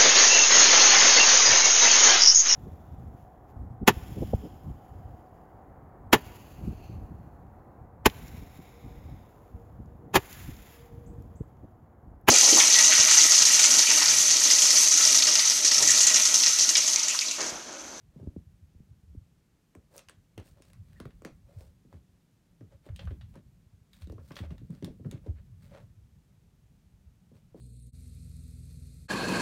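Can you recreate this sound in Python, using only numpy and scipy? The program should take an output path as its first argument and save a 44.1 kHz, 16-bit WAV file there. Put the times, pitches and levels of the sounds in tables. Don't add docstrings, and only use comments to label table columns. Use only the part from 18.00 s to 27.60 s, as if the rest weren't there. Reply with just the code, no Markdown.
import sys
import numpy as np
from scipy import signal
from scipy.fft import rfft, irfft
from scipy.io import wavfile
from scipy.ndimage import uniform_filter1d

SR = 44100
rng = np.random.default_rng(int(sys.argv[2]) if len(sys.argv) > 2 else 0)


def waveform_to_disk(signal):
    frames = np.transpose(np.atleast_2d(signal))
    scaled = np.clip(frames, -1, 1) * 32767
    samples = np.round(scaled).astype(np.int16)
    wavfile.write(sys.argv[1], SR, samples)


N = 423360


def gain_of(db):
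    return 10 ** (np.asarray(db) / 20)


def evened(x):
    return x / np.sqrt(np.mean(x ** 2) + 1e-20)


def read(points, hz):
    point_hz, value = np.transpose(points)
    return np.interp(np.log(hz + 1), np.log(point_hz + 1), value)


def add(mix, s, sound):
    part = mix[max(round(s * SR), 0):][:len(sound)]
    part += sound[:len(part)]


def coloured(x, spectrum):
    bin_hz = np.fft.rfftfreq(len(x), 1 / SR)
    return irfft(rfft(x) * gain_of(read(spectrum, bin_hz)), len(x))


def flicker(span_s, depth_db):
    size = round(span_s * SR)
    smooth = uniform_filter1d(uniform_filter1d(rng.standard_normal(N), size), size)
    return gain_of(depth_db * evened(smooth))


def rumble_db(t):
    # (time [s], level [dB])
    rumble_levels = [(0.0, -69), (0.35, -61), (1.2, -62.5), (1.6, -77), (1.95, -68), (2.32, -67.5),
                     (3.02, -54), (4.3, -70), (4.85, -62), (5.05, -47.5), (5.43, -62), (5.8, -65),
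                     (6.26, -55.5), (7.25, -55.5), (7.75, -55), (7.95, -60), (8.37, -62.5), (9.6, -63)]
    return np.interp(t, *np.transpose(rumble_levels))


def background():
    # (frequency [Hz], level [dB per Hz])
    rumble_shape = [(20, -42), (40, 6.5), (70, 6.5), (110, 4.5), (180, 5.5), (260, -13.5), (400, -43.5)]
    # (frequency [Hz], level [dB])
    hiss_shape = [(24, -34.5), (40, -3.5), (66, -15.5), (156, -7), (358, -17.5), (523, -23), (1060, -29),
                  (1890, -31), (5050, -35.5), (6500, -35), (10500, -39.5), (11900, -39.5), (15300, -42),
                  (16500, -60)]
    hiss_db = -70
    rumble = evened(coloured(rng.standard_normal(N), rumble_shape) * flicker(0.027, 2.0))
    hiss = evened(coloured(rng.standard_normal(N), hiss_shape))
    return gain_of(rumble_db(np.arange(N) / SR)) * rumble + gain_of(hiss_db) * hiss


def boards(x):
    # (frequency [Hz], bandwidth [Hz], level [dB])
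    modes = [(335, 25, -8), (450, 160, 0), (551.4, 45, 11.5), (847, 34, -5.5), (1160, 14, -9),
             (1590, 13, -12), (2060, 24, -16.5)]
    ringing = 0
    for hz, width_hz, db in modes:
        b, a = signal.iirpeak(hz, hz / width_hz, SR)
        ringing = ringing + gain_of(db) * signal.lfilter(b, a, x)
    return ringing


def slides():
    # (time of the peak [s], half length [s], ringing of the boards [dB],
    # scrape [dB], hiss of the fur [dB])
    strokes = [(0.21, 0.086, -67, -93, -85), (1.956, 0.041, -57.5, -100, -67),
               (2.472, 0.046, -73, -81, -69), (2.58, 0.022, -66, -81, -84), (2.664, 0.045, -73, -80, -75),
               (2.935, 0.089, -78, -78.5, -80), (3.27, 0.037, -59.5, -82, -85),
               (3.51, 0.054, -67, -102, -80.5), (3.614, 0.063, -67.5, -87, -71.5),
               (3.942, 0.033, -67.5, -79, -80.5), (4.729, 0.023, -63, -91, -91),
               (4.868, 0.031, -67, -73, -78), (5.024, 0.025, -59, -72, -77), (5.13, 0.016, -80, -84, -94),
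               (5.364, 0.023, -60.5, -70, -88), (5.958, 0.037, -97, -75.5, -71),
               (6.022, 0.02, -75, -71, -68), (6.2, 0.022, -66.5, -89, -101), (6.28, 0.065, -77, -80, -70.5),
               (6.38, 0.029, -60, -78, -63), (6.445, 0.018, -53, -70, -89), (6.52, 0.026, -58.5, -84, -81),
               (6.744, 0.041, -71, -74, -76), (6.86, 0.034, -80, -70, -81), (7.064, 0.0079, -60, -85, -99),
               (7.138, 0.033, -62, -69, -85), (7.269, 0.032, -62, -94, -91), (7.381, 0.024, -71, -73, -94),
               (7.643, 0.039, -71.5, -75, -73), (7.757, 0.048, -55, -67, -100),
               (9.362, 0.024, -68, -80, -78), (9.59, 0.033, -83, -80, -75)]
    # (frequency [Hz], level [dB per Hz])
    scrape_shape = [(500, -41), (1000, 2.5), (1600, 8.5), (2200, 5.5), (3300, 0), (4500, -4), (7000, -58)]
    # (frequency [Hz], level [dB per Hz])
    fur_shape = [(2500, -8), (4500, 3.5), (6500, -0.5), (9000, 4), (10500, -5), (12500, -0.5),
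                 (16000, -2.5)]
    rise, fall = 0.85, 1.26
    levels = np.zeros((3, N))
    for s, half, *layers_db in strokes:
        u = np.arange(-2 * half, 3 * half, 1 / SR)
        swell = np.exp(-(u / (half * np.where(u < 0, rise, fall))) ** 2)
        for level, db in zip(levels, layers_db):
            add(level, s - 2 * half, gain_of(db) * swell)
    slips = rng.standard_normal(N) * gain_of(5.2 * np.minimum(rng.exponential(1, N), 5))
    gusts = flicker(.004, 2.)
    layers = boards(slips), coloured(slips, scrape_shape) * gusts, coloured(slips, fur_shape) * gusts
    return sum(level * evened(layer) for level, layer in zip(levels, layers))


def shifts(count):
    over_rumble_db, spread_db = 8.5, 5
    low_hz, high_hz, short_s, long_s = 64, 126, 0.0035, 0.027
    when, size, pitch, span = rng.random((count, 4)).T
    s = when * N / SR
    db = rumble_db(s) + over_rumble_db + spread_db * (2 * size - 1)
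    hz = low_hz * (high_hz / low_hz) ** pitch
    return list(zip(s, db, hz, short_s + (long_s - short_s) * span))


def thuds():
    # (time of the peak [s], level [dB], pitch at the peak [Hz], length [s])
    bumps = [(0.166, -49, 92, 0.014), (0.219, -41, 108, 0.02), (0.28, -30.5, 84, 0.017),
             (0.38, -36.5, 90, 0.021), (0.475, -43.5, 90, 0.018), (0.634, -47, 90, 0.025),
             (0.765, -44.5, 84, 0.011), (0.808, -47, 148, 0.0062), (0.913, -46, 87, 0.03),
             (1.108, -47, 72.5, 0.068), (1.18, -34.5, 86, 0.014), (1.784, -47.5, 89.5, 0.019),
             (2.394, -39, 100, 0.031), (2.805, -41, 99, 0.035), (3.063, -38, 130, 0.01),
             (3.577, -36.5, 103, 0.022), (3.613, -46.5, 80, 0.04), (3.958, -46, 86.5, 0.052),
             (4.63, -47.5, 113, 0.056), (4.905, -32, 101, 0.01), (4.934, -35, 87.4, 0.032),
             (5.039, -40.5, 96, 0.021), (5.076, -29, 76, 0.027), (5.125, -31, 84, 0.024),
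             (5.198, -43, 76, 0.039), (5.244, -39.5, 99, 0.024), (5.281, -46.5, 94, 0.048),
             (6.043, -36.5, 81, 0.034), (6.11, -37, 80.4, 0.025), (6.154, -42.5, 103, 0.026),
             (6.202, -46.5, 92.5, 0.074), (6.317, -41.5, 149, 0.02), (6.337, -46, 88, 0.0093),
             (6.42, -30.5, 102, 0.022), (6.485, -38, 76, 0.091), (6.518, -38, 171, 0.016),
             (6.632, -41, 131.4, 0.011), (6.709, -34.5, 165, 0.02), (6.855, -40, 184, 0.034),
             (7.013, -42, 100, 0.017), (7.068, -36.5, 115, 0.05), (7.15, -31, 123, 0.011),
             (7.301, -25.5, 84.6, 0.025), (7.351, -39.5, 82.4, 0.037), (7.407, -40, 72.6, 0.019),
             (7.526, -45.5, 112, 0.059), (7.665, -44.5, 109, 0.008), (9.36, -47.5, 109, 0.015)]
    rows = shifts(count=90) + bumps
    turns = rng.uniform(-.12, .12, len(rows))
    out = np.zeros(N)
    for (s, db, hz, length), turn in zip(rows, turns):
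        u = np.arange(-2 * length, 3 * length, 1 / SR)
        shape = np.exp(-(u / (length * np.where(u < 0, .5, .75))) ** 2)
        cycles = hz * u * (1 - 0.18 * u / length) + turn
        add(out, s - 2 * length, gain_of(db) * shape * np.cos(2 * np.pi * cycles))
    return out


def knocks():
    # (time [s], level [dB], pitch near the peak [Hz])
    blows = [(0.158, -46.5, 226), (0.196, -50.5, 387), (0.226, -41.5, 225), (0.27, -33.5, 227),
             (0.361, -33.5, 254), (0.747, -55, 213), (0.799, -54.5, 243), (1.147, -44.5, 218),
             (1.752, -49, 335), (2.095, -58.5, 581), (2.375, -41.5, 390), (2.6, -55.5, 370),
             (3.001, -40, 327), (3.054, -41, 340), (3.218, -50, 423), (3.25, -38, 322), (3.607, -53.5, 505),
             (3.848, -55, 246), (3.935, -49.5, 240), (4.608, -48.5, 293), (4.862, -51, 456),
             (4.991, -58, 510), (5.108, -47, 315), (5.359, -47.5, 238), (6.07, -46.5, 232),
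             (6.097, -45.5, 395), (6.123, -44, 380), (6.182, -48.5, 314), (6.307, -45, 340),
             (6.401, -41, 225), (6.508, -43.5, 211), (6.614, -46.5, 213), (6.696, -47, 230),
             (6.724, -47, 205), (6.822, -35.5, 233), (6.875, -43, 334), (6.995, -49.5, 264),
             (7.051, -39, 220), (7.123, -46, 285), (7.26, -47.5, 360), (9.314, -53.5, 275),
             (9.543, -45.5, 400)]
    # (time [s], level [dB])
    knock_tail = [(0.2, -1.5), (0.3, -18), (1.2, -12), (1.7, -1), (3.1, -6), (4.8, 1.5), (6.1, -4),
                  (7.3, 6.5), (9.5, -0.5)]
    dry, wet = np.zeros((2, N))
    for s, db, hz in blows:
        cycles = np.arange(0, 7 / hz, 1 / SR) * hz
        phase = 1.97 * np.log1p(cycles / 0.932)
        shape = cycles * np.exp(1 - cycles / 1.067) / 0.91
        blow = -gain_of(db) * shape * np.sin(2 * np.pi * phase)
        tail_db = np.interp(s, *np.transpose(knock_tail))
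        add(dry, s + 0.00223, blow)
        add(wet, s + 0.002223, gain_of(tail_db) * blow)
    return dry + gain_of(-8.0) * boards(wet), wet


def room(x):
    # (frequency [Hz], time to fall by 60 dB [s])
    decay_times = [(150, 0.21), (500, 0.19), (2000, 0.24), (6000, 0.18), (15000, 0.051)]
    taps = np.zeros((3, SR // 2))
    at = np.arange(120, SR // 2 - 20, 20)
    places = at + rng.integers(0, 20, (3, len(at)))
    np.put_along_axis(taps, places, rng.choice([-1., 1.], (3, len(at))), 1)
    hz, t, bands = signal.stft(taps, SR, nperseg=256)
    decay = gain_of(-60 * t / read(decay_times, hz)[:, None])
    tails = signal.istft(bands * decay, SR, nperseg=256)[1]
    turns = np.cos(np.pi * (7 * np.arange(N) / SR + np.arange(3)[:, None] / 3)) * np.sqrt(2 / 3)
    return signal.fftconvolve(x * turns, tails / np.linalg.norm(tails[0]), axes=1).sum(0)[:N]


def ticks():
    # (time [s], level of the middle [dB], woody part above it [dB],
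    # bright part above it [dB])
    touches = [(1.7516, -54, 10.5, 5.5), (1.965, -58.5, -4, 23), (1.9799, -39.5, -4.5, 7.5),
               (1.9926, -44, 3, 4), (2.0864, -40, -7, -7), (2.0963, -53.5, 11, 15.5),
               (2.3785, -41.5, 3.5, -5), (2.3997, -50, 1, -6), (2.4787, -59, 2.5, -4),
               (2.6221, -45.5, -8, 0), (2.7024, -58, 1, -2), (2.7329, -52, 5.5, 6), (3.0015, -42, 6, -1.5),
               (3.0548, -49, 4, -5), (3.1066, -59, 0.5, -15), (3.221, -58, 11, 5), (3.2495, -35.5, 7, 1.5),
               (3.608, -53.5, 1, 6), (3.9282, -58.5, 13.5, -2), (4.6088, -62, 5.5, -9),
               (4.8642, -59.5, 4, 7), (4.889, -57.5, 8, -17.5), (4.9616, -40.5, -17.5, -7),
               (4.9921, -39.5, -5, -23), (5.0536, -54, -1, 1), (5.0736, -55.5, 12, -32),
               (5.107, -52.5, -2, -26), (5.2113, -48, -9, -20), (5.3417, -61, 8, 1), (5.3559, -60, 15.5, 9),
               (5.9325, -47, -17, -12), (6.0201, -44.5, -10, -11), (6.0727, -53.5, -4, -2),
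               (6.0983, -54, 3.5, -3), (6.122, -52.5, -16, -1), (6.182, -67.5, 21, -12),
               (6.3074, -57.5, 14, -25), (6.318, -44, -7, -16), (6.3565, -41.5, -16, -13),
               (6.3665, -34, -6.5, -17.5), (6.389, -39, -5, -15), (6.436, -57.5, 10, -19),
               (6.4494, -63, -1, -20), (6.506, -51.5, 0.5, -16.5), (6.5803, -50, -6, -10),
               (6.7056, -58, 6, 3.5), (6.7495, -55.5, -8, -4), (6.8256, -48, -0.5, -6),
               (6.8462, -35.5, -8.5, -1.5), (7.047, -64, 19.5, -9), (7.1129, -40, -4, 1.5),
               (7.2639, -59, -8, -12)]
    # (centre [Hz], gain that spreads the peak over the band [dB])
    claw_bands = [(3310, 14), (1450, 18), (8500, 9.5)]
    (middle_hz, middle_db), (woody_hz, woody_db), (bright_hz, bright_db) = claw_bands
    touch_height, skid_db, drag_base_s = 0.38, -11, 0.0011
    tail_base_db, tail_per_woody = -7.5, -0.065
    lead, t = 128, np.arange(896) / SR
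    grit = rng.standard_normal((len(touches), len(t)))
    lumps_hz = np.geomspace(600, 12000, 30)
    lumps_db = 3 * rng.standard_normal((len(touches), len(lumps_hz)))
    lumps_db = lumps_db - lumps_db.mean(1, keepdims=True)
    out = np.zeros((2, N))
    for (s, db, woody, bright), skid, lump_db in zip(touches, grit, lumps_db):
        lumps = list(zip(lumps_hz, lump_db))
        drag_s = drag_base_s * gain_of(-.75 * np.clip(bright, -22, 4))
        skid_tail = gain_of(skid_db) * skid[1:] * np.exp(-t[1:] / drag_s)
        crack = np.r_[np.zeros(lead), touch_height, skid_tail]
        click = np.linalg.norm(crack) * (np.arange(len(crack)) == lead)
        colour = [(150, woody - 30), (500, woody + woody_db), (woody_hz, woody + woody_db),
                  (middle_hz, middle_db), (bright_hz, bright + bright_db), (16000, bright + bright_db - 8.0)]
        tail_db = tail_base_db + tail_per_woody * woody
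        add(out[0], s - lead / SR, gain_of(db) * coloured(coloured(crack, colour), lumps))
        add(out[1], s - lead / SR, gain_of(db + tail_db) * coloured(coloured(click, colour), lumps))
    return out


def squeak():
    start_s, length_s, level_db = 2.955, 0.045, -68
    centre_hz, wobble_hz, wobbles_per_s = 1850, 80, 30
    t = np.arange(N) / SR - start_s
    hz = centre_hz - wobble_hz * np.cos(2 * np.pi * wobbles_per_s * t)
    tone = np.sin(2 * np.pi * np.cumsum(hz) / SR) * flicker(.0015, 4.)
    swell = np.sqrt(abs(np.sin(np.pi * np.clip(t / length_s, 0, 1)))) * (t < length_s)
    return gain_of(level_db) * tone * swell


def scene():
    blows, blows_wet = knocks()
    clicks, clicks_wet = ticks()
    clicks = clicks + gain_of(-12.5) * boards(clicks)
    wet = room(blows_wet + clicks_wet)
    return (background() + slides() + thuds() + blows + wet + clicks + squeak())[None]


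def record(dry):
    edge_hz = 16000
    lowpass = signal.firwin(255, edge_hz, window=("kaiser", 9), fs=SR)
    return signal.oaconvolve(dry, lowpass[None], "same")


dry = scene()
out = record(dry)
waveform_to_disk(out)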